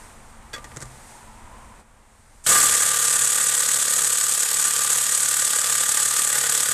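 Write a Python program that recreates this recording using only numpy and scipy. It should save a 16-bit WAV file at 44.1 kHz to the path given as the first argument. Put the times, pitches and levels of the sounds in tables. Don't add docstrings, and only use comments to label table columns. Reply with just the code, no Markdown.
import sys
import numpy as np
from scipy import signal
from scipy.fft import rfft, irfft, next_fast_len
from scipy.io import wavfile
from scipy.ndimage import uniform_filter1d, map_coordinates

SR = 44100
rng = np.random.default_rng(int(sys.argv[2]) if len(sys.argv) > 2 else 0)


def file_out(sig):
    cols = np.atleast_2d(sig).T
    lim = np.clip(cols, -1, 1)
    pcm = np.round(lim * 32767).astype(np.int16)
    wavfile.write(sys.argv[1], SR, pcm)


N = 296917

# time after the turn starts in ms, grit in dB,
# fall by 60 dB in ms, time scatter in ms, thump in dB, knock in dB, clack in dB.
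REBOUND_CONTACTS = [(-.5, 0, 45, .2, -3, -6, -12), (3.2, -2, 45, .4, -8, -5, -9)]
# time after the turn starts in ms, grit in dB,
# fall by 60 dB in ms, time scatter in ms, thump in dB, knock in dB, clack in dB.
BLOW_CONTACTS = [(7.0, -6, 40, .3, -8, -9, -1), (10.2, -.5, 35, .25, -5, -1, -8),
                 (12.4, 0.5, 36, .15, 0, 2, 1), (12.6, 3, 9, .15, -30, -30, -30),
                 (14.2, -2, 8, .6, -30, -30, -30), (15.8, -3.5, 34, .5, -3, -5, -10),
                 (18.6, -8, 22, .5, -5, -14, -16), (22.6, -20, 20, .5, -14, -8, -12)]
# frequency in Hz, density in dB per Hz.
CLATTER_COLOUR = [(35, -67), (60, -25), (140, -27), (182, -25), (225, -20), (387, -16), (730, -16.5),
                  (1100, -11), (1480, -9.5), (2080, -14), (4200, -11), (5400, -9), (6800, 0), (8200, 4),
                  (10500, -7), (12800, -13), (14000, -18.5)]
# resonance in Hz, width in Hz, level in dB.
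DISH_MODES = [(119, 21.2, 13.5), (134, 9.3, -11), (245.5, 43, 5), (474, 40, 7), (515, 23, 3.5),
              (568, 130, 0), (831, 23, 3.5), (1244, 17, 0.5), (1478, 65, -.5), (1630, 50, 0),
              (1748, 44, -4), (1803, 29, 0), (1890, 45, 3), (3210, 300, -12.5), (3445, 60, -6)]
# resonance in Hz, width in Hz, level in dB.
RIM_MODES = [(1187, 14, 16)]
# resonance in Hz, width in Hz, level in dB.
FREE_RIM_MODES = [(1187, 9, 19)]
# resonance in Hz, width in Hz, level in dB.
TOOL_MODES = [(6908, 36, 0), (7895, 36, -1), (8790, 60, -5), (10146, 32, 0), (10627, 45, -4),
              (11093, 36, -3), (11400, 45, -4), (11910, 30, -2), (12562, 40, -5), (12880, 70, -4)]
# resonance in Hz, width in Hz, level in dB.
LUG_MODES = [(1620, 950, 21), (3330, 2050, 23.5)]
# time in seconds, lag in ms.
BEAT_DRIFT = [(2.82, .6), (3.23, 1.7), (4.3, 1.6), (4.9, 2.6), (5.16, 2), (5.44, .1), (5.9, 0), (6.13, -.9),
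              (6.3, -3.2), (6.73, -2.2)]
# time in seconds, dish in dB, rim in dB.
WHEEL_RINGING = [(2.462, 9, -4), (2.52, 5.5, 14.5), (2.68, 5.5, 10.5), (2.72, 5, 4.5), (2.8, 5, 8.5),
                 (3.1, 1.5, 5), (3.5, 5, 3), (3.83, 1, 1), (3.95, 4.5, 2.5), (4.3, -0.5, 2), (4.45, -1, -3),
                 (4.78, 1, 7), (5.0, -0.5, -1.5), (5.7, 3, 4), (6.17, 3, 4), (6.4, 5.5, -3), (6.73, 6, 2)]
# frequency in Hz, level in dB.
GEAR_COLOUR = [(300, -1.5), (4500, 4.5), (6500, -2.5), (9500, -2), (11500, 2.5)]
# Edges, in Hz, between the noise bands of the grit, each with its own random level curve.
GRIT_SPLITS_HZ = [2200, 3600, 5600, 10500]

# start in seconds, tick in dB, fall of the scrape by 60 dB in ms,
# dish ring in dB, tap on the rim in dB, knock in dB.
FITTING_SCRAPES = [(0.532, -26, 36, -18, -20, -12), (0.537, -25, 37, -22, -20, -22),
                   (0.543, -30.5, 110, -27, -22, -21), (0.562, -40, 30, -21, 4, -22),
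                   (0.579, -42, 53, -23.5, -25, -18), (0.642, -28, 58, -22, -10, -13),
                   (.717, -52, 33, -26, -10, -27), (.762, -24, 25, -24, -22, -7),
                   (.769, -18, 28, -26, -9, -3), (0.804, -25, 34, -33, -22, -13),
                   (0.815, -22, 35, -30, -25, -14), (.823, -20, 45, -27, -3, -2),
                   (0.855, -24, 15, -36, -23, -24)]
# resonance in Hz, width in Hz, level in dB.
SOCKET_MODES = [(3391, 60, -8), (4527, 200, -12), (2509, 80, -17), (1900, 90, -8), (1626, 90, -8)]
# resonance in Hz, width in Hz, level in dB.
SOCKET_BELL_MODES = [(3391, 9, 22.5)]
# frequency in Hz, density in dB per Hz.
TICK_COLOUR = [(180, -50), (300, 3), (858, -11.5), (1370, -2.5), (2930, -17), (5160, -9.5), (7610, -0.5),
               (13000, -26), (14300, -45)]
# resonance in Hz, width in Hz, level in dB.
HUB_MODES = [(127.7, 3.8, 2.5), (143, 13, -6)]

# time in seconds, wind in dB, rustle in dB.
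AIR_LEVELS = [(0, -50, -48), (.2, -51.5, -54), (.55, -47, -55), (.8, -45, -49.5), (1.1, -51, -47.5),
              (1.45, -46.5, -56), (1.77, -48.5, -54), (1.85, -50, -55.5), (2.4, -45.5, -48),
              (2.7, -34, -53), (3.0, -40, -60), (4.2, -44, -62), (6.73, -46, -69)]
# frequency in Hz, density in dB per Hz.
WIND_COLOUR = [(8.8, -22), (15, 8), (38, 3.5), (113, -3.5), (162, -16.5), (292, -17), (326, -46),
               (400, -31), (520, -57), (880, -120)]
# frequency in Hz, density in dB per Hz.
HUM_COLOUR = [(150, -1), (190, -5), (218, 9.5), (255, -2.5), (434, -5.5), (507, -2), (592, -3), (842, 0),
              (1150, -1.5), (1550, -5.5), (2100, -9.5), (3500, -17.5), (4550, -28), (7700, -120)]
# frequency in Hz, density in dB per Hz.
RUSTLE_COLOUR = [(1180, -2.5), (2000, -1.5), (3200, -10.5), (3410, -7.5), (5200, -7), (8660, 1),
                 (12700, -16.5), (14300, -11)]
# time in seconds, centre in Hz, level in dB.
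ROAR_GLIDE = [(0, 947, -58), (.3, 920, -62), (.65, 927, -53.5), (.95, 860, -59), (1.2, 903, -53),
              (1.45, 952, -53.5), (1.62, 1007, -52.5), (1.8, 924, -60), (2.1, 920, -66), (6.73, 945, -58)]

START_S, TURNS_PER_S = 2.462, 36.29
FIRST_TURN_DB, FIRST_REBOUND_DB, FIRST_LATE_MS = -14, 8, 2
FIRST_BLOW_S = START_S + FIRST_LATE_MS / 1000
REBOUND_FADE_DB_PER_S, REBOUND_SCATTER_DB = 1.63, 1.6
PUSH_SCATTER_MS, LOOSENS_MS_PER_S = .06, .035
GRIT_PATCHY_DB = 1.7
GEARS_DB, GEARS_START_DB, GEARS_SETTLE_S = -10.5, -0.5, 1
FIRST_GEARS_DB = -4
LEAD_IN_ON_S, LEAD_IN_TOP_S = 2.439, 2.457
LEAD_IN_DB, LEAD_IN_RISE_DB_PER_S = -24, 520
WHEEL_PUSH_DB, WHEEL_GRIT_DB = 4, -2
DISH_SWELL_DB = 2
RIM_EVENS, RIM_EVENS_S = .85, .04
SEATED_S = .55
SOCKET_FREE_DB, SOCKET_SEATED_DB = 18, -11
BELL_STOPS_S, BELL_STOPS_DB_PER_S = .564, 1200
HUM_DB, ROAR_WIDTH_HZ = -50, 220
STEP_S, STEP_TAKES_S, STEP_DB = 1.82, .025, -8
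TOP_HZ = 14000


def amp(db):
    return 10 ** (np.asarray(db) / 20)


def unit(x):
    return x / np.sqrt(np.mean(x ** 2) + 1e-20)


def curves(rows, t):
    s, *columns = np.transpose(rows)
    return [np.interp(t, s, column) for column in columns]


def filtered(x, response):
    m = next_fast_len(N + SR // 2)
    return irfft(rfft(x, m) * response(np.fft.rfftfreq(m, 1 / SR)), m)[..., :N]


def colour(points):
    f, db = np.transpose(points)

    def response(hz):
        level_db = np.interp(np.log(hz + 1), np.log(f + 1), db)
        cepstrum = irfft(np.log(amp(np.maximum(level_db, -90))))
        half = len(cepstrum) // 2
        cepstrum[1:half] *= 2
        cepstrum[half + 1:] = 0
        return np.exp(rfft(cepstrum))
    return response


def resonance(f, centre, width, db):
    return amp(db) * 1j * f * width / (centre * centre - f * f + 1j * f * width)


def ringing(modes):
    return lambda f: sum(resonance(f, *mode) for mode in modes)


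def wobble(rate):
    knots = rng.standard_normal(int(N * rate / SR) + 4)
    return map_coordinates(knots, [np.arange(N) * rate / SR])


def bursts(s, db, t60_s, rise_s):
    t = np.arange(SR // 12) / SR
    decay = amp(db[:, None] - 60 * t / np.reshape(t60_s, (-1, 1)))
    shape = decay * (1 - np.exp(-t / rise_s))
    at = (s[:, None] * SR).astype(int) + np.arange(len(t))
    return np.bincount(at.ravel(), shape.ravel(), N + SR)[:N]


def wrench():
    power, pushes = hammer_turns()
    thin = lambda hz: (1j * hz / (500 + 1j * hz)) ** 2
    strikes = filtered(unit(np.sqrt(power) * grit() + gears()), thin)
    sharp = push_sound(pushes)
    airborne = strikes + lead_in() + sharp
    into_wheel = amp(WHEEL_GRIT_DB) * strikes + amp(WHEEL_PUSH_DB) * sharp
    force, drive = filtered(np.array([airborne, into_wheel]), colour(CLATTER_COLOUR))
    force, drive = np.array([force, drive]) / np.std(force)
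    tool = amp(1) * filtered(force, ringing(TOOL_MODES))
    return amp(-10.0) * (force + wheel(drive) + tool)


def hammer_turns():
    beat = np.arange(START_S, N / SR, 1 / TURNS_PER_S)
    first = beat == START_S
    worked_s = beat - START_S
    effort_db = FIRST_TURN_DB * first
    rebound_db = FIRST_REBOUND_DB * first - REBOUND_FADE_DB_PER_S * worked_s
    rebound_db = rebound_db + REBOUND_SCATTER_DB * rng.standard_normal(len(beat)) * ~first
    beat = beat + (curves(BEAT_DRIFT, beat)[0] + FIRST_LATE_MS * first) / 1000
    push_scatter_ms = PUSH_SCATTER_MS + LOOSENS_MS_PER_S * (beat - START_S)
    power, pushes = np.zeros(N), np.zeros((3, N + SR))
    for contacts, extra_db in ((REBOUND_CONTACTS, rebound_db), (BLOW_CONTACTS, 0)):
        for k, (ms, grit_db, t60_ms, scatter_ms, *push_db) in enumerate(contacts):
            chance = rng.standard_normal((len(beat), 6))
            s = beat + ms / 1000
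            size_db = effort_db + extra_db + 1.2 * chance[:, 0]
            grit_s = s + scatter_ms * chance[:, 1] / 1000
            power += bursts(grit_s, size_db + grit_db, t60_ms / 1000, rise_s=.0003) ** 2
            at = ((s + push_scatter_ms * chance[:, 2] / 1000) * SR).astype(int)
            scatter_db = [[1.8], [2.5], [2.5]] * chance[:, 3:].T
            pushes[:, at] += (-1) ** k * amp(size_db + np.c_[push_db] + scatter_db)
    return power, pushes[:, :N]


def grit():
    bands = lambda hz: np.searchsorted(GRIT_SPLITS_HZ, hz) == np.c_[range(len(GRIT_SPLITS_HZ) + 1)]
    split = filtered(rng.standard_normal(N), bands)
    patchy = sum(band * amp(GRIT_PATCHY_DB * wobble(45)) for band in split)
    return patchy * amp(0.41 * wobble(900) + 1.2 * wobble(350))


def push_sound(pushes):
    slow = lambda hz: amp(25.0) / (1 + 1j * hz / 500) ** 2
    responses = lambda hz: np.array([slow(hz)] + [resonance(hz, *mode) for mode in LUG_MODES])
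    return filtered(pushes, responses).sum(axis=0)


def gears():
    t = np.arange(N) / SR
    settling_db = GEARS_START_DB * np.exp(-np.abs(t - START_S) / GEARS_SETTLE_S)
    level = amp(GEARS_DB + settling_db + 1.53 * wobble(60)) * (t > FIRST_BLOW_S)
    level = level * amp(FIRST_GEARS_DB * (t < START_S + 1 / TURNS_PER_S))
    return filtered(level * rng.standard_normal(N), colour(GEAR_COLOUR))


def lead_in():
    t = np.arange(N) / SR
    level = amp(LEAD_IN_DB + LEAD_IN_RISE_DB_PER_S * np.minimum(t - LEAD_IN_TOP_S, 0))
    sounding = (t > LEAD_IN_ON_S) * (t < FIRST_BLOW_S)
    return level * sounding * amp(1.6 * wobble(300)) * rng.standard_normal(N)


def wheel(drive):
    dish_db, rim_db = curves(WHEEL_RINGING, np.arange(N) / SR)
    rim = filtered(drive, ringing(RIM_MODES))
    swing = np.abs(uniform_filter1d(rim ** 2, round(RIM_EVENS_S * SR))) / np.mean(rim ** 2)
    rim = rim / (swing + .1) ** (RIM_EVENS / 2)
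    responses = lambda hz: np.array([resonance(hz, *mode) for mode in DISH_MODES])
    modes = filtered(drive * amp(dish_db - 1.0), responses)
    dish = sum(mode * amp(DISH_SWELL_DB * wobble(9)) for mode in modes)
    return dish + rim * amp(rim_db)


def fitting():
    s, tick_db, t60_ms, dish_db, rim_db, knock_db = np.transpose(FITTING_SCRAPES)
    white = rng.standard_normal((3, N))
    scrape = lambda level_db, k: bursts(s, level_db, t60_ms / 1000, rise_s=0.00056) * white[k]
    ticks = filtered(scrape(tick_db, 0), colour(TICK_COLOUR))

    rim_taps, bell_tap = np.zeros((2, N))
    rim_taps[(s * SR).astype(int)] = amp(rim_db)
    bell_tap[int(s[0] * SR)] = 1
    dish_response = lambda hz: ringing(DISH_MODES[3:-2])(hz) * 1j * hz / (1500 + 1j * hz)
    dish = filtered(scrape(dish_db + 2.5, 1), dish_response)
    rim = filtered(rim_taps, ringing(FREE_RIM_MODES))

    socket_db = tick_db + np.where(s < SEATED_S, SOCKET_FREE_DB, SOCKET_SEATED_DB)
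    socket = filtered(scrape(socket_db, 2), ringing(SOCKET_MODES))
    stops = amp(-BELL_STOPS_DB_PER_S * np.maximum(np.arange(N) / SR - BELL_STOPS_S, 0))
    bell = stops * filtered(bell_tap, ringing(SOCKET_BELL_MODES))
    knock = filtered(bursts(s, knock_db, 0.01, rise_s=0.002), ringing(HUB_MODES))
    return ticks + dish + rim + socket + bell + knock


def air():
    t = np.arange(N) / SR
    wind_db, rustle_db = curves(AIR_LEVELS, t)
    noise = lambda points: filtered(rng.standard_normal(N), colour(points))
    wind = amp(wind_db) * unit(noise(WIND_COLOUR) * amp(1.5 * wobble(12)))
    hum = amp(HUM_DB + 0.73 * wobble(10.28)) * unit(noise(HUM_COLOUR))
    rustle = amp(rustle_db + 0.61 * wobble(9.7)) * unit(noise(RUSTLE_COLOUR))
    step = amp(STEP_DB * np.clip((t - STEP_S) / STEP_TAKES_S + .5, 0, 1))
    return step * (tyre_roar() + wind + hum + rustle)


def tyre_roar():
    roar_hz, roar_db = curves(ROAR_GLIDE, np.arange(N) / SR)
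    phase = 2 * np.pi * np.cumsum(roar_hz) / SR
    band = wobble(ROAR_WIDTH_HZ) * np.cos(phase) + wobble(ROAR_WIDTH_HZ) * np.sin(phase)
    return amp(roar_db) * unit(band)


def scene():
    return (wrench() + fitting() + air())[None]


def record(dry):
    smooth = lambda x, seconds: signal.lfilter([1 / (seconds * SR)], [1, 1 / (seconds * SR) - 1], x)
    loudness = smooth(dry ** 2, .05)
    wanted_db = -6.4 * np.log10(1 + loudness / amp(-26) ** 2)
    turned = dry * amp(smooth(wanted_db, 0.2))
    clipped = turned / (1 + np.abs(turned / .25) ** 8) ** (1 / 8)
    return filtered(clipped, lambda hz: 1 / (1 + (hz / TOP_HZ) ** 200))


dry = scene()
out = record(dry)
file_out(out)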